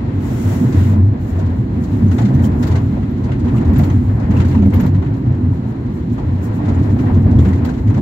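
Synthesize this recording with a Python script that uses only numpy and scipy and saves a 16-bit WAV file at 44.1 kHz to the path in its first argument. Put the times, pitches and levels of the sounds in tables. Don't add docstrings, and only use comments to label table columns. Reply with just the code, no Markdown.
import sys
import numpy as np
from scipy import signal
from scipy.fft import rfft, irfft
from scipy.io import wavfile
from scipy.ndimage import uniform_filter1d

SR = 44100
rng = np.random.default_rng(int(sys.argv[2]) if len(sys.argv) > 2 else 0)


def wav_record(signal):
    frames = np.transpose(np.atleast_2d(signal))
    bounded = np.clip(frames, -1, 1)
    quanta = np.round(bounded * 32767).astype(np.int16)
    wavfile.write(sys.argv[1], SR, quanta)


N = 353241
T = np.arange(N) / SR
HZ = np.fft.rfftfreq(N, 1 / SR)
CREST_DB = 2


def undb(db):
    return 10 ** (np.asarray(db) / 20)


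def unit(x):
    return x / np.sqrt(np.mean(x ** 2))


def curves(table):
    s, *columns = np.transpose(table)
    return [np.interp(T, s, c) for c in columns]


def along_hz(table, grid=HZ):
    hz, value = np.transpose(table)
    return np.interp(np.log(grid + 1), np.log(hz + 1), value)


# (frequency [Hz], likeness [no unit])
LIKENESS = [(40, 1.5), (130, 5.5), (250, 1.3), (400, 0.5), (600, 0.03), (1300, -0.11), (3000, -0.04),
            (15000, -0.02)]


def noise(gain):
    like = np.clip(along_hz(LIKENESS), -1, 1)
    mid, side = rfft(rng.standard_normal((2, N)))
    mid = mid * np.sqrt(1 + like)
    side = side * np.sqrt(1 - like)
    return unit(irfft(np.array([mid + side, mid - side]) * gain, N))


def resonance(hz, width_hz):
    return 1 / (1 + ((HZ - hz ** 2 / (HZ + 1)) / width_hz) ** 2)


def walk(rate):
    hold = int(SR / rate)
    steps = np.repeat(rng.standard_normal(N // hold + 1), hold)
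    return unit(uniform_filter1d(steps, hold)[:N])


def blow(t60, rise):
    t = np.arange(int(0.27 * SR)) / SR
    return (1 - np.exp(-t / rise)) * np.exp(-np.log(1000) * t / t60)


def swell(length, rise):
    t = np.arange(int((length + rise) * SR)) / SR
    ramp = np.minimum(t, length + rise - t) / rise
    return np.sin(np.pi / 2 * np.clip(ramp, 0, 1)) ** 2


def add(out, s, sound):
    i = int(s * SR)
    out[..., i:i + sound.shape[-1]] += sound[..., :N - i]


def chatter(per_s, spread_db, t60):
    happens = rng.random(N) < per_s / SR
    size = happens * undb(spread_db * np.minimum(rng.exponential(size=N), 3))
    return unit(signal.lfilter([1], [1, -np.exp(-np.log(1000) / (t60 * SR))], size))


def ring(hz, width_share, shape):
    edges = [hz * (1 - width_share), hz * (1 + width_share)]
    band = signal.butter(2, edges, "band", fs=SR, output="sos")
    rough = signal.sosfilt(band, rng.standard_normal((2, 2 * len(shape))))
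    return unit(rough[:, len(shape):]) * shape


def surges(table, rise, waver, flicker_db):
    out = np.zeros(N)
    wander = 1 + waver * walk(30)
    flicker = undb(flicker_db * walk(40))
    warped_s = np.cumsum(wander) / SR
    for (s, length, db, hz), start in zip(table, rng.random(len(table))):
        shape = swell(length, rise)
        i = max(int((s - rise / 2) * SR), 0)
        part = warped_s[i:i + len(shape)]
        tone = np.sin(2 * np.pi * (hz * part + start))
        out[i:i + len(shape)] += undb(db) * shape[:len(part)] * tone
    return np.sqrt(2) * flicker * out


# (time [s], panel drumming level [dB], axle and floor level [dB])
ROAD = [(0.0, -21, -28), (0.58, -16.5, -26), (0.62, -14.5, -43), (0.76, -15, -22.5), (0.89, -17, -34),
        (1.2, -21, -28.5), (2.27, -15, -25), (2.85, -17.5, -23.5), (3.06, -19.5, -25.5), (3.79, -13.5, -20),
        (3.95, -16.5, -24), (4.06, -20, -22.5), (4.62, -15, -23.5), (4.95, -18.5, -27), (6.38, -21.5, -27),
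        (6.4, -20.5, -33), (6.8, -16, -23.5), (7.16, -14.5, -24.5), (7.39, -14, -14.5), (7.49, -16, -27),
        (7.92, -18, -21.5), (8.01, -11.5, -18)]
# (frequency [Hz], width [Hz], level [dB])
PANELS = [(151.2, 88, -5), (211, 47, -4.5), (242.8, 28.5, -0.5), (276.6, 51, -4), (330.4, 38, -11),
          (371.8, 37.7, -12.5)]
THUD_DB, FLOOR_DB = 0, 3
HUM_DB, PANEL_DB = -9, -1


def road():
    panel_db, axle_db = curves(ROAD)
    lumps = undb(2 * walk(7.6))
    thud = noise(resonance(65.3, 42)) * undb(THUD_DB)
    floor = noise(resonance(122.4, 23) + 0.69 * resonance(95, 57)) * undb(FLOOR_DB) * lumps
    hum = noise(resonance(95, 16)) * undb(HUM_DB)
    panel_power = sum((undb(db) * resonance(hz, width)) ** 2 for hz, width, db in PANELS)
    panels = noise(np.sqrt(panel_power)) * undb(PANEL_DB)
    return (thud + floor) * undb(axle_db) + (hum + panels) * undb(panel_db)


# (time [s], level [dB])
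SHELL = [(0.0, -33), (0.04, -35.5), (0.94, -31), (1.07, -37.5), (1.45, -33), (1.69, -37), (2.23, -30.5),
         (2.77, -28.5), (2.88, -38.5), (3.84, -29), (4.01, -36.5), (4.44, -29), (4.5, -31.5), (4.55, -33),
         (4.71, -39.5), (4.73, -29.5), (4.86, -28), (4.89, -34), (5.51, -37), (6.11, -37.5), (6.2, -34),
         (6.38, -36), (6.8, -28.5), (6.94, -34), (7.09, -29), (7.23, -34), (7.3, -26.5), (7.32, -30),
         (7.72, -30.5), (7.74, -36.5), (7.99, -30), (8.01, -50)]
# (frequency [Hz], relative level per Hz [dB])
ROAR = [(220, -32.5), (380, -20.5), (406, -5), (505, -7.5), (564, -12), (622, -9.5), (679, -11),
        (717, -11.5), (985, -12.5), (1250, -21.5), (1860, -22.5), (2340, -30), (4040, -44.5), (5200, -46),
        (6760, -75.5), (11400, -120)]


def tyre_roar():
    return noise(undb(along_hz(ROAR))) * undb(1.4 * walk(25)) * undb(curves(SHELL)[0])


def draught():
    return undb(-65) * noise(resonance(4100, 440))


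# (time [s], trim buzz level [dB], hiss level [dB])
TREBLE = [(0, -47.5, -72), (.19, -48, -61), (.25, -44.5, -48.5), (.4, -41.5, -43.5), (.54, -39, -42),
          (.62, -44, -48), (.7, -44, -48.5), (.8, -36, -44.5), (.92, -45.5, -50), (.98, -63, -61.5),
          (1.18, -51, -73.5), (1.4, -49, -62), (1.65, -51, -64), (2.1, -50, -58), (2.61, -56, -58),
          (2.85, -47.5, -58.5), (3.26, -49.5, -67), (3.77, -55, -59), (3.92, -45, -56), (4.19, -56, -61.5),
          (4.53, -44, -59), (4.77, -55, -61.5), (5.17, -54, -68), (5.96, -52.5, -68.5), (6.67, -48, -60),
          (7.27, -54, -60.5), (7.56, -54.5, -61), (8.01, -59, -63)]
# (frequency [Hz], relative level per Hz [dB])
BUZZ = [(760, -34.5), (1300, 0), (1700, -5.5), (2050, -2), (2280, -8), (2980, -10), (4010, -13),
        (5240, -22.5), (7160, -21.5), (8880, -36.5), (11000, -38), (14300, -61.5), (22000, -120)]


def trim():
    contacts = unit(1.6 + 0.44 * chatter(250, 2.3, 0.27))
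    return noise(undb(along_hz(BUZZ))) * contacts * undb(curves(TREBLE)[0])


def ticks():
    low_cut = 1 + (3000 / (HZ + 1)) ** 4
    sharp = noise(undb(along_hz(BUZZ)) / low_cut)
    level_db = curves(SHELL)[0] - 26.5
    return sharp * chatter(35, 2., 0.09) * undb(level_db)


# (start [s], length [s], level [dB])
PUFFS = [(1.203, 0.098, -57.5), (1.292, 0.12, -63.5), (1.56, 0.04, -63), (1.817, 0.042, -57),
         (1.9, 0.16, -64), (2.108, 0.13, -57), (2.435, .03, -41.5), (2.603, 0.15, -56), (3.234, .04, -69),
         (3.563, 0.024, -58), (3.663, 0.022, -56), (3.77, 0.12, -55), (4.035, 0.025, -71),
         (4.322, 0.23, -63), (4.74, .09, -60), (4.85, .03, -58), (5.16, 0.045, -66), (5.516, 0.057, -65),
         (5.676, .05, -61), (5.945, 0.045, -60), (6.123, 0.03, -57), (6.429, 0.047, -48.5),
         (6.55, 0.033, -52), (6.9, .03, -66), (7.0, .04, -60), (7.143, 0.022, -64), (7.4, .12, -60),
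         (7.655, 0.044, -62)]
# (frequency [Hz], relative level per Hz [dB])
HISS = [(3240, -25.5), (5500, -2), (5970, -3.5), (7300, 1), (8390, -9), (10800, -10), (12900, -6),
        (15600, -7)]
PUFF_RISE_S = 0.051


def roadside():
    envelope = undb(curves(TREBLE)[1])
    for s, length, db in PUFFS:
        add(envelope, s - PUFF_RISE_S / 2, undb(db) * swell(length, PUFF_RISE_S))
    contacts = unit(1.25 + 0.12 * chatter(90, 3.5, .04))
    flicker = contacts * undb(1.3 * walk(25) + 0.64 * walk(8))
    return noise(undb(along_hz(HISS))) * flicker * envelope


# (start [s], length [s], level [dB], pitch [Hz])
BOOMS = [(.075, .03, -14.5, 102.4), (.141, .075, -16.5, 93.8), (.39, .043, -22.5, 104.8),
         (.454, .22, -16, 96.1), (.76, .2, -10.5, 93.7), (.97, .16, -8.5, 96.6), (1.193, .081, -18.5, 99.4),
         (1.311, .23, -16, 92.9), (1.612, 0.052, -21, 115), (1.718, .038, -17.5, 109),
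         (1.762, 0.056, -22, 91.3), (1.908, .072, -14, 98.2), (2.021, 0.11, -11.5, 95.6),
         (2.171, .094, -15.5, 108.6), (2.349, 0.11, -13.5, 86.3), (2.5, .071, -18, 84),
         (2.692, .1, -12.5, 89.4), (2.82, .058, -13.5, 96.7), (2.891, 0.044, -19, 96.4),
         (2.955, .04, -18, 101), (3.235, 0.029, -19, 92.9), (3.418, .081, -17, 90.2),
         (3.532, .089, -14, 114.2), (3.658, 0.072, -13, 87.4), (3.778, 0.12, -12, 91.9),
         (3.916, .085, -12.5, 95), (4.051, 0.079, -13, 97.5), (4.212, .036, -14.5, 96.7),
         (4.284, .075, -15, 101), (4.374, .21, -12, 92.8), (4.6, .085, -10, 89), (4.717, .07, -12.5, 90.3),
         (4.863, .15, -13, 98.5), (5.086, .05, -14.5, 95.4), (5.264, .09, -13.5, 98.4),
         (5.428, 0.098, -15, 97.4), (5.661, 0.079, -23, 108.9), (5.982, .048, -19.5, 90.3),
         (6.252, .18, -17.5, 90.3), (6.455, .076, -15, 102.7), (6.646, 0.2, -15.5, 94),
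         (6.87, .078, -10.5, 96.8), (7.038, .043, -13, 106), (7.135, .149, -11.5, 92.9),
         (7.295, 0.1, -14, 94.1), (7.393, .065, -10.5, 82.1), (7.477, .091, -11.5, 86),
         (7.594, .057, -15.5, 84.9), (7.84, .085, -10.5, 98)]


def booms():
    return surges(BOOMS, rise=.03, waver=.045, flicker_db=0.9)


# (start [s], length [s], level [dB], pitch [Hz])
DRUMS = [(.163, .035, -17, 235), (.788, .025, -15.5, 234), (.85, .08, -18, 222), (.952, .06, -16.5, 210),
         (2.017, .058, -14.5, 216), (2.126, .036, -14, 253), (2.238, .041, -16.5, 217),
         (2.338, .04, -14, 250), (2.453, .025, -14, 224), (2.6, .03, -19.5, 256), (3.534, .054, -16.5, 219),
         (3.676, .068, -16, 215), (3.786, .04, -17.5, 236), (4.295, .03, -14, 207.5),
         (4.38, .042, -17, 198), (4.446, .026, -14, 220), (4.56, .05, -11, 221), (4.615, .085, -10.5, 203),
         (4.768, 0.042, -13.5, 232), (4.813, .045, -14.5, 190), (4.95, .04, -17.5, 180),
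         (6.682, .028, -15.5, 234), (6.926, .04, -17.5, 233.5), (7.108, 0.029, -18, 249),
         (7.2, .08, -18, 218), (7.301, .066, -15.5, 233), (7.361, .04, -17, 205), (7.446, 0.066, -17, 200),
         (7.502, .04, -16.5, 242)]


def drums():
    return surges(DRUMS, rise=.015, waver=0.03046, flicker_db=0.42)


# (time [s], peak level [dB], pitch [Hz])
KNOCKS = [(0.309, -30, 616.3), (0.506, -26.5, 614), (0.745, -43, 684), (1.385, -27, 613), (2.186, -20, 780),
          (2.306, -26, 660), (2.753, -32.5, 1010), (2.968, -27, 643), (3.287, -24, 670), (3.498, -39, 630),
          (3.543, -27, 1000), (3.612, -25.5, 676), (3.797, -22.5, 622), (3.886, -28.5, 855),
          (4.202, -25.5, 640), (4.47, -38, 768), (4.545, -23, 826), (4.624, -26, 677.2), (5.019, -26, 874),
          (6.18, -23.5, 820), (6.589, -24.5, 840), (6.68, -22.5, 646), (6.964, -28, 620),
          (7.036, -25.5, 840), (7.098, -24.5, 818), (7.256, -25, 650), (7.332, -25, 630), (7.606, -44, 686),
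          (7.65, -27, 664), (7.97, -26.5, 624)]


def knocks():
    out = np.zeros((2, N))
    shape = blow(t60=0.17, rise=0.00083)
    for s, db, hz in KNOCKS:
        add(out, s, undb(db - CREST_DB) * ring(hz, .2, shape))
    return out


# (start [s], length [s], level [dB], pitch [Hz])
THUMPS = [(0.402, 0.071, -20.5, 120), (0.632, 0.07, -14, 125), (0.812, 0.104, -21.5, 122),
          (1.037, 0.089, -18.5, 117), (1.416, 0.043, -17.5, 136), (1.589, 0.037, -14, 123),
          (2.028, 0.024, -16, 139), (2.216, 0.23, -16, 124), (2.343, 0.061, -14, 130),
          (2.451, 0.03, -17.5, 128), (2.713, 0.074, -25, 119), (3.294, 0.031, -17, 133),
          (3.563, 0.1, -20.5, 119), (3.765, 0.091, -17, 148), (3.87, 0.138, -18.5, 121),
          (4.112, 0.074, -16, 120), (4.279, 0.134, -17, 120), (4.47, 0.081, -18.5, 133),
          (4.754, 0.041, -17, 141), (4.825, 0.16, -18.5, 142), (5.06, 0.03, -13, 139),
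          (5.261, 0.083, -13, 124), (5.432, 0.053, -19, 120), (6.747, 0.29, -18.5, 122),
          (7.157, 0.14, -17, 138), (7.373, 0.14, -21, 120), (7.579, 0.087, -18.5, 122),
          (7.74, 0.048, -19.5, 125), (7.85, 0.033, -25, 117)]


def thumps():
    return surges(THUMPS, rise=.03, waver=0.02995, flicker_db=0.97)


# (time [s], body level [dB], edge level [dB], ring pitch [Hz], ring level [dB])
RATTLES = [(0.723, -38, -39, 5990, -53), (1.389, -43, -43.5, 6530, -53), (1.424, -51, -63, 5010, -62),
           (1.836, -53, -43, 7020, -51), (2.078, -56, -52, 6400, -52), (2.111, -31.5, -40.5, 5685, -55),
           (2.181, -26, -35.5, 3450, -39), (2.215, -37, -44, 7000, -45), (2.249, -33, -39, 4000, -53),
           (2.28, -42, -53, 3900, -53), (2.347, -44, -48, 6050, -49), (2.39, -42, -49, 1900, -39),
           (2.44, -53, -38, 3076, -37.5), (2.625, -28, -33.5, 5160, -41), (2.669, -35, -37, 4700, -41),
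           (2.711, -35, -40, 4453, -49), (2.753, -30, -36, 1550, -30), (3.026, -36.5, -58, 7270, -76),
           (3.238, -42, -44, 6150, -55), (3.284, -37.5, -61, 2615, -48), (3.316, -31, -45, 2780, -40),
           (3.392, -44.5, -47.5, 7790, -54), (3.478, -33, -47, 6250, -58), (3.561, -35, -47, 7580, -48),
           (3.579, -40, -56, 2690, -40.5), (3.61, -43, -49, 6800, -54), (3.729, -36, -45, 4470, -60),
           (3.758, -29.5, -40, 7440, -46), (3.788, -31.5, -40, 6190, -51), (3.831, -32, -38.5, 7505, -57),
           (3.898, -31.5, -44, 6200, -46), (4.196, -52, -47, 5775, -55), (4.228, -40, -55, 1810, -42),
           (4.306, -31.5, -45, 6000, -51.5), (4.365, -44, -40.5, 2660, -32), (4.398, -25, -36.5, 4540, -56),
           (4.447, -35, -41, 1650, -36), (4.48, -42, -41.5, 6340, -60), (4.51, -32, -46, 4400, -47),
           (4.547, -35, -46, 5840, -53), (4.574, -52, -54, 2620, -38), (4.621, -34, -50, 6630, -51),
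           (4.654, -42, -49.5, 2170, -43), (4.701, -45, -48, 8000, -54), (4.732, -32, -42, 2180, -33.5),
           (4.797, -28, -38, 6550, -46), (4.832, -48, -45, 6310, -56), (4.861, -37, -42.5, 4570, -60),
           (4.944, -37.5, -48, 6500, -59), (5.022, -35, -52, 5730, -61), (5.059, -38, -51, 1790, -45),
           (5.119, -47.5, -64, 1404, -41), (6.65, -49, -45, 1510, -42), (6.682, -34, -43, 6080, -60),
           (6.748, -49, -53, 7200, -49), (6.905, -46, -49, 5910, -54), (6.987, -33.5, -43, 2800, -48),
           (7.063, -35, -52, 1925, -42), (7.31, -44.5, -45, 4870, -55), (7.386, -33, -39, 3402, -42),
           (7.449, -30.5, -43, 7810, -60), (7.484, -36, -48, 7110, -49), (7.528, -35, -42.5, 1974, -37),
           (7.575, -54, -50, 2550, -49), (7.646, -29.5, -36, 7840, -54), (7.689, -44, -42, 1540, -34.5),
           (7.735, -37.5, -48, 6695, -58), (7.778, -40, -47, 6600, -62), (7.873, -39, -46, 2020, -48),
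           (7.899, -37.5, -52, 6730, -53), (7.94, -35, -45, 6070, -52), (7.974, -51, -46, 6360, -64)]
RATTLE_T60_S = 0.12
RING_T60_SHARE = 0.5
EDGE_HZ = 3880


def rattles():
    out, body, edge = np.zeros((2, N)), np.zeros(N), np.zeros(N)
    burst = blow(RATTLE_T60_S, 0.0041)
    short = blow(RATTLE_T60_S * RING_T60_SHARE, 0.0014)
    pans_db = 3.5 + 2.5 * rng.standard_normal(len(RATTLES))
    for (s, body_db, edge_db, hz, ring_db), pan_db in zip(RATTLES, pans_db):
        add(body, s, undb(body_db) * burst)
        add(edge, s, undb(edge_db) * burst)
        sides_db = np.array([[pan_db], [-pan_db]]) / 2
        add(out, s, undb(ring_db + CREST_DB + sides_db) * ring(hz, 0.044, short))
    colour = undb(along_hz(BUZZ))
    high = 1 / (1 + (EDGE_HZ / (HZ + 1)) ** 6)
    return out + body * noise(colour * (1 - high)) + edge * noise(colour * high)


# (time [s], peak level [dB])
JINGLES = [(2.1816, -51), (2.3476, -45), (2.4399, -42), (2.6241, -40), (2.6706, -39), (2.7536, -47),
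           (3.1103, -52), (3.5638, -55), (3.7334, -41), (3.782, -27.5), (3.8452, -41), (4.3091, -51.5),
           (4.4789, -49), (4.6621, -42.5), (4.7402, -30.5), (4.8054, -33), (4.8609, -40), (7.3831, -49),
           (7.653, -39), (7.8765, -52)]
# (frequency [Hz], relative level per Hz [dB])
JINGLE = [(5290, -58), (9000, -20.5), (10900, -14), (12500, 2), (13500, 3.5), (15100, 3), (15600, -5)]


def jingles():
    envelope = np.zeros(N)
    shape = blow(t60=0.057, rise=.001)
    for s, db in JINGLES:
        add(envelope, s, undb(db - CREST_DB) * shape)
    return envelope * noise(undb(along_hz(JINGLE)))


def scene():
    steady = road() + tyre_roar() + draught() + trim() + ticks() + roadside()
    return steady + booms() + drums() + knocks() + thumps() + rattles() + jingles()


# (frequency [Hz], left minus right level [dB])
TILT = [(40, 3), (110, 0.1), (200, -1), (380, -4), (700, -0.5), (1290, 4), (2380, 4), (4400, -4), (6500, 3),
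        (9000, -8.5), (12500, -7.5), (15500, -0.5)]
LEFT_LAG_S = 0.00018
LOW_CUT_HZ, TOP_HZ = 36, 15790


def record(dry):
    margin = SR // 10
    wide = np.pad(dry, ((0, 0), (margin, margin)), "reflect")
    hz = np.fft.rfftfreq(wide.shape[1], 1 / SR)
    tilt_db = along_hz(TILT, hz)
    lag = np.exp(-1j * np.pi * np.minimum(hz, 300) * LEFT_LAG_S)
    low_cut = hz ** 2 / np.sqrt(hz ** 4 + LOW_CUT_HZ ** 4)
    colour = low_cut * np.array([undb(tilt_db / 2) * lag, undb(-tilt_db / 2) / lag])
    wet = irfft(rfft(wide) * colour, wide.shape[1])
    wet = wet / (1 + np.abs(wet / 1.05) ** 8) ** (1 / 8)
    top_cut = signal.ellip(16, .5, 90, TOP_HZ, fs=SR, output="sos")
    return signal.sosfilt(top_cut, wet)[:, margin:-margin]


dry = scene()
out = record(dry)
wav_record(out)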